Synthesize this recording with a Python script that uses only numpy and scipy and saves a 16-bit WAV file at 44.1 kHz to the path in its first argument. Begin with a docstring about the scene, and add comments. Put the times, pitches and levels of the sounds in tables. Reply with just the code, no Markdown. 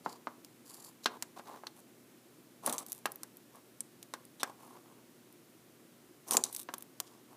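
"""Knitting up close

Knitting close to the microphone in a quiet room: needle tips click and scrape along each other,
the needles knock dully as they are handled, and yarn is drawn over them. Clicks and scrapes are noise
ringing through the needle resonances, knocks are a push plus decaying body modes, and the yarn is
dull stick-and-slip noise. A faint room tail follows; hum, low room noise and hiss lie underneath.
"""
import sys
import numpy as np
from scipy import signal
from scipy.fft import rfft, irfft, next_fast_len
from scipy.io import wavfile

SR = 44100
rng = np.random.default_rng(int(sys.argv[2]) if len(sys.argv) > 2 else 0)


def unload_wav(signal):
    """Save mono or channel-first audio to the path in sys.argv[1] as 16-bit WAV at rate SR, clipped to [-1, 1]."""
    wavfile.write(
        sys.argv[1],
        SR,
        np.round(np.clip(np.atleast_2d(signal).T, -1, 1) * 32767).astype(np.int16),
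    )


N = 324576
TIME = np.arange(N) / SR   # s

# steady hum: pitch_hz, rms_db
HUM_TONES = [(120, -77), (240, -71.5), (358, -74)]
# spectrum of the room noise and hiss: frequency_hz, relative_level_db
AIR_SPECTRUM = [(25, -57), (60, -27), (100, -21), (135, -7.5), (200, -7), (320, -2), (430, -9),
                (800, -17.5), (5000, -25.5), (13000, -25), (16000, -29)]
AIR_RMS_DB = -61
# colour of the room's tail: frequency_hz, relative_level_db
WALL_SPECTRUM = [(100, -9.5), (400, 10), (1000, 3), (2400, -3), (4000, -6.5), (16000, -9.5)]
CUTOFF_HZ = 15350   # top of the finished sound

# dull knocks of the needles: start_s, level_db (rms of the first 10 ms), contact_hardness_hz (cut-off)
KNOCK_EVENTS = [(0.0615, -32, 800), (0.2711, -35.5, 1170), (1.0585, -27, 3400), (1.2253, -47, 2430),
                (1.3733, -53.5, 1390), (1.396, -47.5, 1370), (1.498, -50.5, 870), (1.6358, -47, 990),
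                (1.6677, -50, 1400), (2.676, -33, 990), (3.0565, -30.5, 2200), (3.233, -53.5, 1390),
                (4.1379, -40, 1580), (4.4317, -31, 2060), (6.346, -35, 890), (6.3718, -38, 700),
                (6.6885, -40.5, 1700), (6.738, -42.5, 1406), (7.0024, -48, 1120)]
# resonances of the held needles: pitch_hz, relative_level_db, t60_s
BODY_MODES = [(236.8, -12, 0.18), (383, -17, 0.29), (670, -31, 0.0094), (900, -13.5, 0.0156),
              (1140, 5.5, 0.027), (1330, -10, 0.028), (1460, 8.5, 0.0088), (1605, 5, 0.058),
              (2167, 2.5, 0.03), (2530, -22, .025), (4300, 9, 0.0115)]
# spectrum of a knock's push and scatter: frequency_hz, relative_level_db
THUD_SPECTRUM = [(60, -60), (130, -13.5), (250, 0.5), (600, 2), (1100, 9), (2300, 1), (3200, 1),
                 (6000, 7.5), (16000, -18)]
# spectrum of yarn and fingers rubbing: frequency_hz, relative_level_db
RUB_SPECTRUM = [(50, -54), (130, -16), (250, -0.5), (500, -4), (750, -1), (1100, 3), (1500, -15),
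                (2200, -18.5), (3500, -22), (16000, -26)]

# tip against tip: start_s, level_db (rms of the first 5 ms), ring_hz, ring_width_octaves
CLICK_EVENTS = [(0.447, -49.5, 7000, 2.7), (1.044, -46, 5400, 0.96), (1.0592, -28.5, 3740, 0.69),
                (1.2242, -33.5, 7140, 1.7), (1.6689, -39.5, 4200, 0.57), (2.662, -27.5, 9700, 0.29),
                (2.696, -36, 8300, 2.6), (2.726, -33, 9900, 1.2), (2.7813, -33.5, 7200, 0.43),
                (2.8642, -45.5, 13900, 0.57), (2.885, -51, 9000, .8), (2.92, -35.5, 12300, 1.3),
                (2.9284, -37.5, 12200, 0.91), (3.058, -33, 6250, 5.4), (3.1189, -42, 12000, 0.67),
                (3.158, -44.5, 13100, 0.23), (3.233, -39.5, 9000, 0.86), (3.37, -51, 12600, 0.44),
                (3.557, -58, 10700, 1.1), (3.806, -33.5, 8740, .28), (4.0281, -46.5, 8300, 1.7),
                (4.1377, -39.5, 4230, 1.5), (4.252, -54, 10000, .93), (4.4321, -29.5, 7000, 1.4),
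                (5.326, -59, 11100, .65), (6.3097, -26, 9640, 0.13), (6.336, -32, 8300, 2.5),
                (6.3691, -18, 7370, 0.35), (6.4383, -24.5, 7100, .61), (6.528, -43, 11900, 0.61),
                (6.5489, -37.5, 12600, 1.3), (6.5636, -36.5, 10500, 1.1), (6.5942, -43.5, 11500, .94),
                (6.739, -37.5, 6860, 2.6), (6.7818, -44, 11200, .36), (6.8074, -54, 10400, 1.7),
                (6.8237, -44, 12600, .93), (7.0016, -31.5, 8950, 2.7)]
# the fingers' hold sets the needles' lowest ringing note: time_s, lowest_note_hz
GRIP_NOTES = [(.9, 4580), (1.06, 4080), (2.7, 3730), (4.42, 3770), (6.31, 6030), (6.37, 4700), (6.44, 3870),
              (7, 3300)]
# ringing notes of a needle: multiple_of_lowest_note, peak_db (over the valleys, before damping)
RING_NOTES = [(1, 10), (1.58, 6), (2.25, 7), (2.75, 8.5), (3.4, 4)]
RING_SPREAD_HZ = 420   # how far each note spreads to either side
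CLICK_DAMPING_DB, SLIDE_DAMPING_DB = 11.5, 1   # sliding, hard or gentle, hardly damps the ringing

# a tip lands hard and skids along the other needle:
# start_s, length_s, scrape_db, yarn_drag_db (both before the fade along the skid), brightest_hz
SKID_STROKES = [(2.662, 0.054, -32, -39, 10500), (2.722, 0.057, -37.5, -43, 9000),
                (2.781, 0.062, -41.5, -50, 9000), (6.308, 0.092, -30.5, -36.5, 9300),
                (6.44, 0.072, -41, -51.5, 6800)]
# a skid bites at once and spends itself (shares of its length; fade from start to end)
SKID_BITE_SHARE, SKID_LIFT_SHARE = 0.13, 0.22
SKID_SCRAPE_LOSS_DB, SKID_DRAG_LOSS_DB = 21.5, 6
# a needle is drawn gently through the yarn: start_s, length_s, scrape_db, yarn_drag_db, brightest_hz
DRAW_STROKES = [(0.029, 0.15, -58.5, -56, 5600), (0.639, 0.31, -56, -64, 8700),
                (1.027, 0.022, -56, -66, 5050), (1.1, 0.084, -85, -52, 5000),
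                (1.359, 0.054, -63, -52, 5100), (1.429, 0.19, -69.5, -53, 4530),
                (1.757, 0.058, -64.5, -66, 12100), (2.621, 0.14, -56, -46.5, 9500),
                (2.86, 0.15, -60.5, -66, 13000), (3.519, .1, -72.5, -60.5, 10000),
                (4.397, 0.031, -47, -55.5, 3730), (4.455, 0.074, -75, -53, 6500),
                (4.571, 0.26, -68.5, -58.5, 10000), (4.83, 0.19, -86, -66, 10000),
                (6.261, 0.17, -50.5, -50, 9200), (6.5, 0.15, -51.5, -68, 12500),
                (7.041, .17, -68, -67.5, 4970), (7.282, 0.087, -79, -63, 8950)]
# a draw swells, holds and eases off (shares of its length)
DRAW_SWELL_SHARE, DRAW_EASE_SHARE = 0.18, 0.33

# along every stroke the tip snags and the needles bump at random
# the nearer the point, the brighter the scrape and the more it snags: level with the scrape at SNAG_HZ
SNAGS_PER_S, SNAG_HZ, SNAG_DB_PER_OCTAVE = 33, 10100, 24
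BUMPS_PER_S, BUMP_DB = 24, -4   # level over the drag


def from_db(db):
    """Decibels to gain."""
    return 10 ** (np.asarray(db) / 20)


def rms_one(x, size=None):
    """Scale so that the first `size` samples (or all) have rms 1."""
    return x / np.sqrt(np.mean(x[:size] ** 2) + 1e-20)


def as_loud(x, like):
    """Give x the energy of another sound."""
    return x * np.sqrt(np.sum(like ** 2) / np.sum(x ** 2))


def colour(x, db_at):
    """Causal (minimum-phase) filter whose gain in dB is a function of frequency."""
    size = 2 * next_fast_len(len(x) // 2 + 1024)
    hz = np.maximum(np.arange(size // 2 + 1) * SR / size, 1)
    # folding the cepstrum onto positive time gives minimum phase
    cepstrum = irfft(np.log(from_db(db_at(hz))))
    cepstrum[1:size // 2] *= 2
    cepstrum[size // 2 + 1:] = 0
    response = np.exp(rfft(cepstrum))
    return irfft(rfft(x, size) * response)[:len(x)]


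def shaped(x, points):
    """Filter x along a curve drawn through (Hz, dB) points on a log-frequency axis."""
    at, db = np.transpose(points)
    return colour(x, lambda hz: np.interp(np.log(hz), np.log(at), db))


def dying(t, t60):
    """Decay by 60 dB in t60 seconds."""
    return from_db(-60 * t / t60)


def add(out, s, sound):
    """Mix a sound in at s seconds."""
    start = int(np.clip(s * SR, 0, N - 1))
    out[start:start + len(sound)] += sound[:N - start]


def background():
    """Low room noise and microphone hiss as shaped noise, with a mains-like hum of steady sines."""
    hum = np.zeros(N)
    for hz, db in HUM_TONES:
        phase = rng.random()   # turns
        hum += np.sqrt(2) * from_db(db) * np.sin(2 * np.pi * (hz * TIME + phase))
    air = rms_one(shaped(rng.standard_normal(N), AIR_SPECTRUM))
    return from_db(AIR_RMS_DB) * air + hum


def room(x, t60=0.32, wet_db=-15, first_wall_s=0.018):
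    """A faint, dull tail from the walls: convolution with decaying noise after a short gap."""
    t = TIME[:SR]
    decay = dying(t, t60)
    tail = shaped(rng.standard_normal(len(t)) * decay * (t > first_wall_s), WALL_SPECTRUM)
    tail = tail / np.sqrt(np.sum(decay ** 2))
    return from_db(wet_db) * signal.fftconvolve(x, tail)[:N]


def pressure(length, rise_share, fall_share):
    """Attack, hold and release of one stroke, from 0 to 1."""
    along = np.linspace(0, 1, max(int(length * SR), 64))
    return np.clip(np.minimum(along / rise_share, (1 - along) / fall_share), 0, 1)


def stroke(force, per_s, spread_db, smooth_db, uneven_db, grab_s=0.00716):
    """Stick and slip: tiny catches over a smooth hiss, under a force that wavers."""
    catch_sizes = np.minimum(rng.exponential(1, SR), 4)
    impulses = from_db(spread_db * catch_sizes) * rng.choice([-1, 1], SR)
    catches = impulses * (rng.random(SR) < per_s / SR)
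    grit = rms_one(catches) + from_db(smooth_db) * rng.standard_normal(SR)
    # the waver drifts to a new random value every grab_s
    waver = np.interp(TIME[:SR] / grab_s, np.arange(200), rng.standard_normal(200))
    grit = rms_one((grit * from_db(uneven_db * waver))[:len(force)])
    return np.pad(grit * force, (0, 6000))   # space to ring out


def now_and_then(sound, force, per_s, count=16):
    """Repeat a small sound at uneven gaps along a stroke, scaled by the force and a random size."""
    draws = rng.random((count, 2))
    at = ((np.arange(count) + draws[:, 0]) * SR / per_s).astype(int)
    out = np.zeros(len(force) + 6000)
    for i, size in zip(at[at < len(force)], .5 + draws[:, 1]):
        out[i:i + len(sound)] += force[i] * size * sound
    return out


def knock(hard_hz, push_db=17, scatter_t60=0.065, modes_db=-15, vary_db=2.5, low_hz=150):
    """One push, its scatter off nearby surfaces and the body's modes, all dulled by a soft contact."""
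    t = TIME[:6000]
    thud = rng.standard_normal(len(t)) * dying(t, scatter_t60)
    thud[0] += 2 * from_db(push_db)
    strengths = from_db(modes_db + vary_db * rng.standard_normal(len(BODY_MODES)))
    modes = np.zeros(len(t))
    for k, (hz, db, t60) in enumerate(BODY_MODES):
        sign = (-1) ** k   # neighbouring modes start in opposite directions
        modes += sign * strengths[k] * from_db(db) * dying(t, t60) * np.sin(2 * np.pi * hz * t)
    soft = signal.butter(2, [low_hz, min(hard_hz, SR / 3)], "band", fs=SR, output="sos")
    return rms_one(signal.sosfilt(soft, shaped(thud, THUD_SPECTRUM) + modes), size=441)


def drag(force):
    """Yarn and fingers on the needles: a dull rub with soft bumps."""
    rub = stroke(force, per_s=250, spread_db=-0.5, smooth_db=-3.5, uneven_db=4)
    bumps = now_and_then(knock(hard_hz=1100), force, BUMPS_PER_S)
    return as_loud(shaped(rub, RUB_SPECTRUM), rub) + from_db(BUMP_DB) * bumps


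def needle_db(hz, s, bright_hz, octaves, skirt_db, damping_db, low_hz=280, top_hz=14500):
    """Response of a needle: narrow bending resonances under a broad hump set by the contact."""
    lowest = np.interp(s, *np.transpose(GRIP_NOTES))
    notes = 1
    for multiple, db in RING_NOTES:
        offset = (hz - multiple * lowest) / RING_SPREAD_HZ
        notes = notes + from_db(db - damping_db) ** 2 / (1 + offset ** 2) ** 2
    hump = 1 / (1 + (2 * np.log2(hz / bright_hz) / octaves) ** 2) ** 1.3
    ends = (1 + (low_hz / hz) ** 4) * (1 + (hz / top_hz) ** 8)   # roll-off at both ends
    return 10 * np.log10(notes * (hump + from_db(skirt_db) ** 2) / ends)


def click(s, ring_hz, octaves, snap_cycles=27, ring_db=-18, ring_cycles=220, skirt_db=-20, rise_s=0.00041):
    """A hard snap, then a short ring that the fingers damp; higher clicks die sooner."""
    t = TIME[:2048]
    envelope = dying(t, snap_cycles / ring_hz) + from_db(ring_db) * dying(t, ring_cycles / ring_hz)
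    burst = envelope * (1 - np.exp(-t / rise_s)) * rng.choice([-1, 1], len(t))
    ringing = colour(burst, lambda hz: needle_db(hz, s, ring_hz, octaves, skirt_db, CLICK_DAMPING_DB))
    return rms_one(ringing, size=220)


def scrape(s, force, bright_hz):
    """Needle on needle: bright grit that sets the needles ringing, with small snags."""
    grit = stroke(force, per_s=1300, spread_db=3.5, smooth_db=-4.5, uneven_db=5.5)
    ringing = colour(grit, lambda hz: needle_db(
        hz, s, bright_hz, octaves=1.28, skirt_db=-17.5, damping_db=SLIDE_DAMPING_DB))
    snag_db = SNAG_DB_PER_OCTAVE * np.log2(bright_hz / SNAG_HZ)
    snags = now_and_then(click(s, bright_hz, octaves=1.9), force, SNAGS_PER_S)
    return as_loud(ringing, grit) + from_db(snag_db) * snags


def sliding():
    """Hard skids and gentle draws; one pressure drives both the scrape and the drag of the yarn."""
    out = np.zeros(N)
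    for s, length, scrape_db, drag_db, bright_hz in SKID_STROKES:
        force = pressure(length, SKID_BITE_SHARE, SKID_LIFT_SHARE)
        along = np.linspace(0, 1, len(force))
        add(out, s, scrape(s, force * from_db(scrape_db - SKID_SCRAPE_LOSS_DB * along), bright_hz))
        add(out, s, drag(force * from_db(drag_db - SKID_DRAG_LOSS_DB * along)))
    for s, length, scrape_db, drag_db, bright_hz in DRAW_STROKES:
        force = pressure(length, DRAW_SWELL_SHARE, DRAW_EASE_SHARE)
        add(out, s, scrape(s, force * from_db(scrape_db), bright_hz))
        add(out, s, drag(force * from_db(drag_db)))
    return out


def needles():
    """Struck needles: every dull knock and every tip click at its moment."""
    out = np.zeros(N)
    for s, db, hard_hz in KNOCK_EVENTS:
        add(out, s, from_db(db) * knock(hard_hz))
    for s, db, ring_hz, octaves in CLICK_EVENTS:
        add(out, s, from_db(db) * click(s, ring_hz, octaves))
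    return out


def scene():
    """The knitting, its room and the background, in mono."""
    knitting = sliding() + needles()
    return (background() + room(knitting) + knitting)[None]


def record(dry):
    """Cut the top steeply with an elliptic low-pass."""
    steep = signal.ellip(10, .1, 80, CUTOFF_HZ, fs=SR, output="sos")
    return signal.sosfilt(steep, dry)


dry = scene()
out = record(dry)
unload_wav(out)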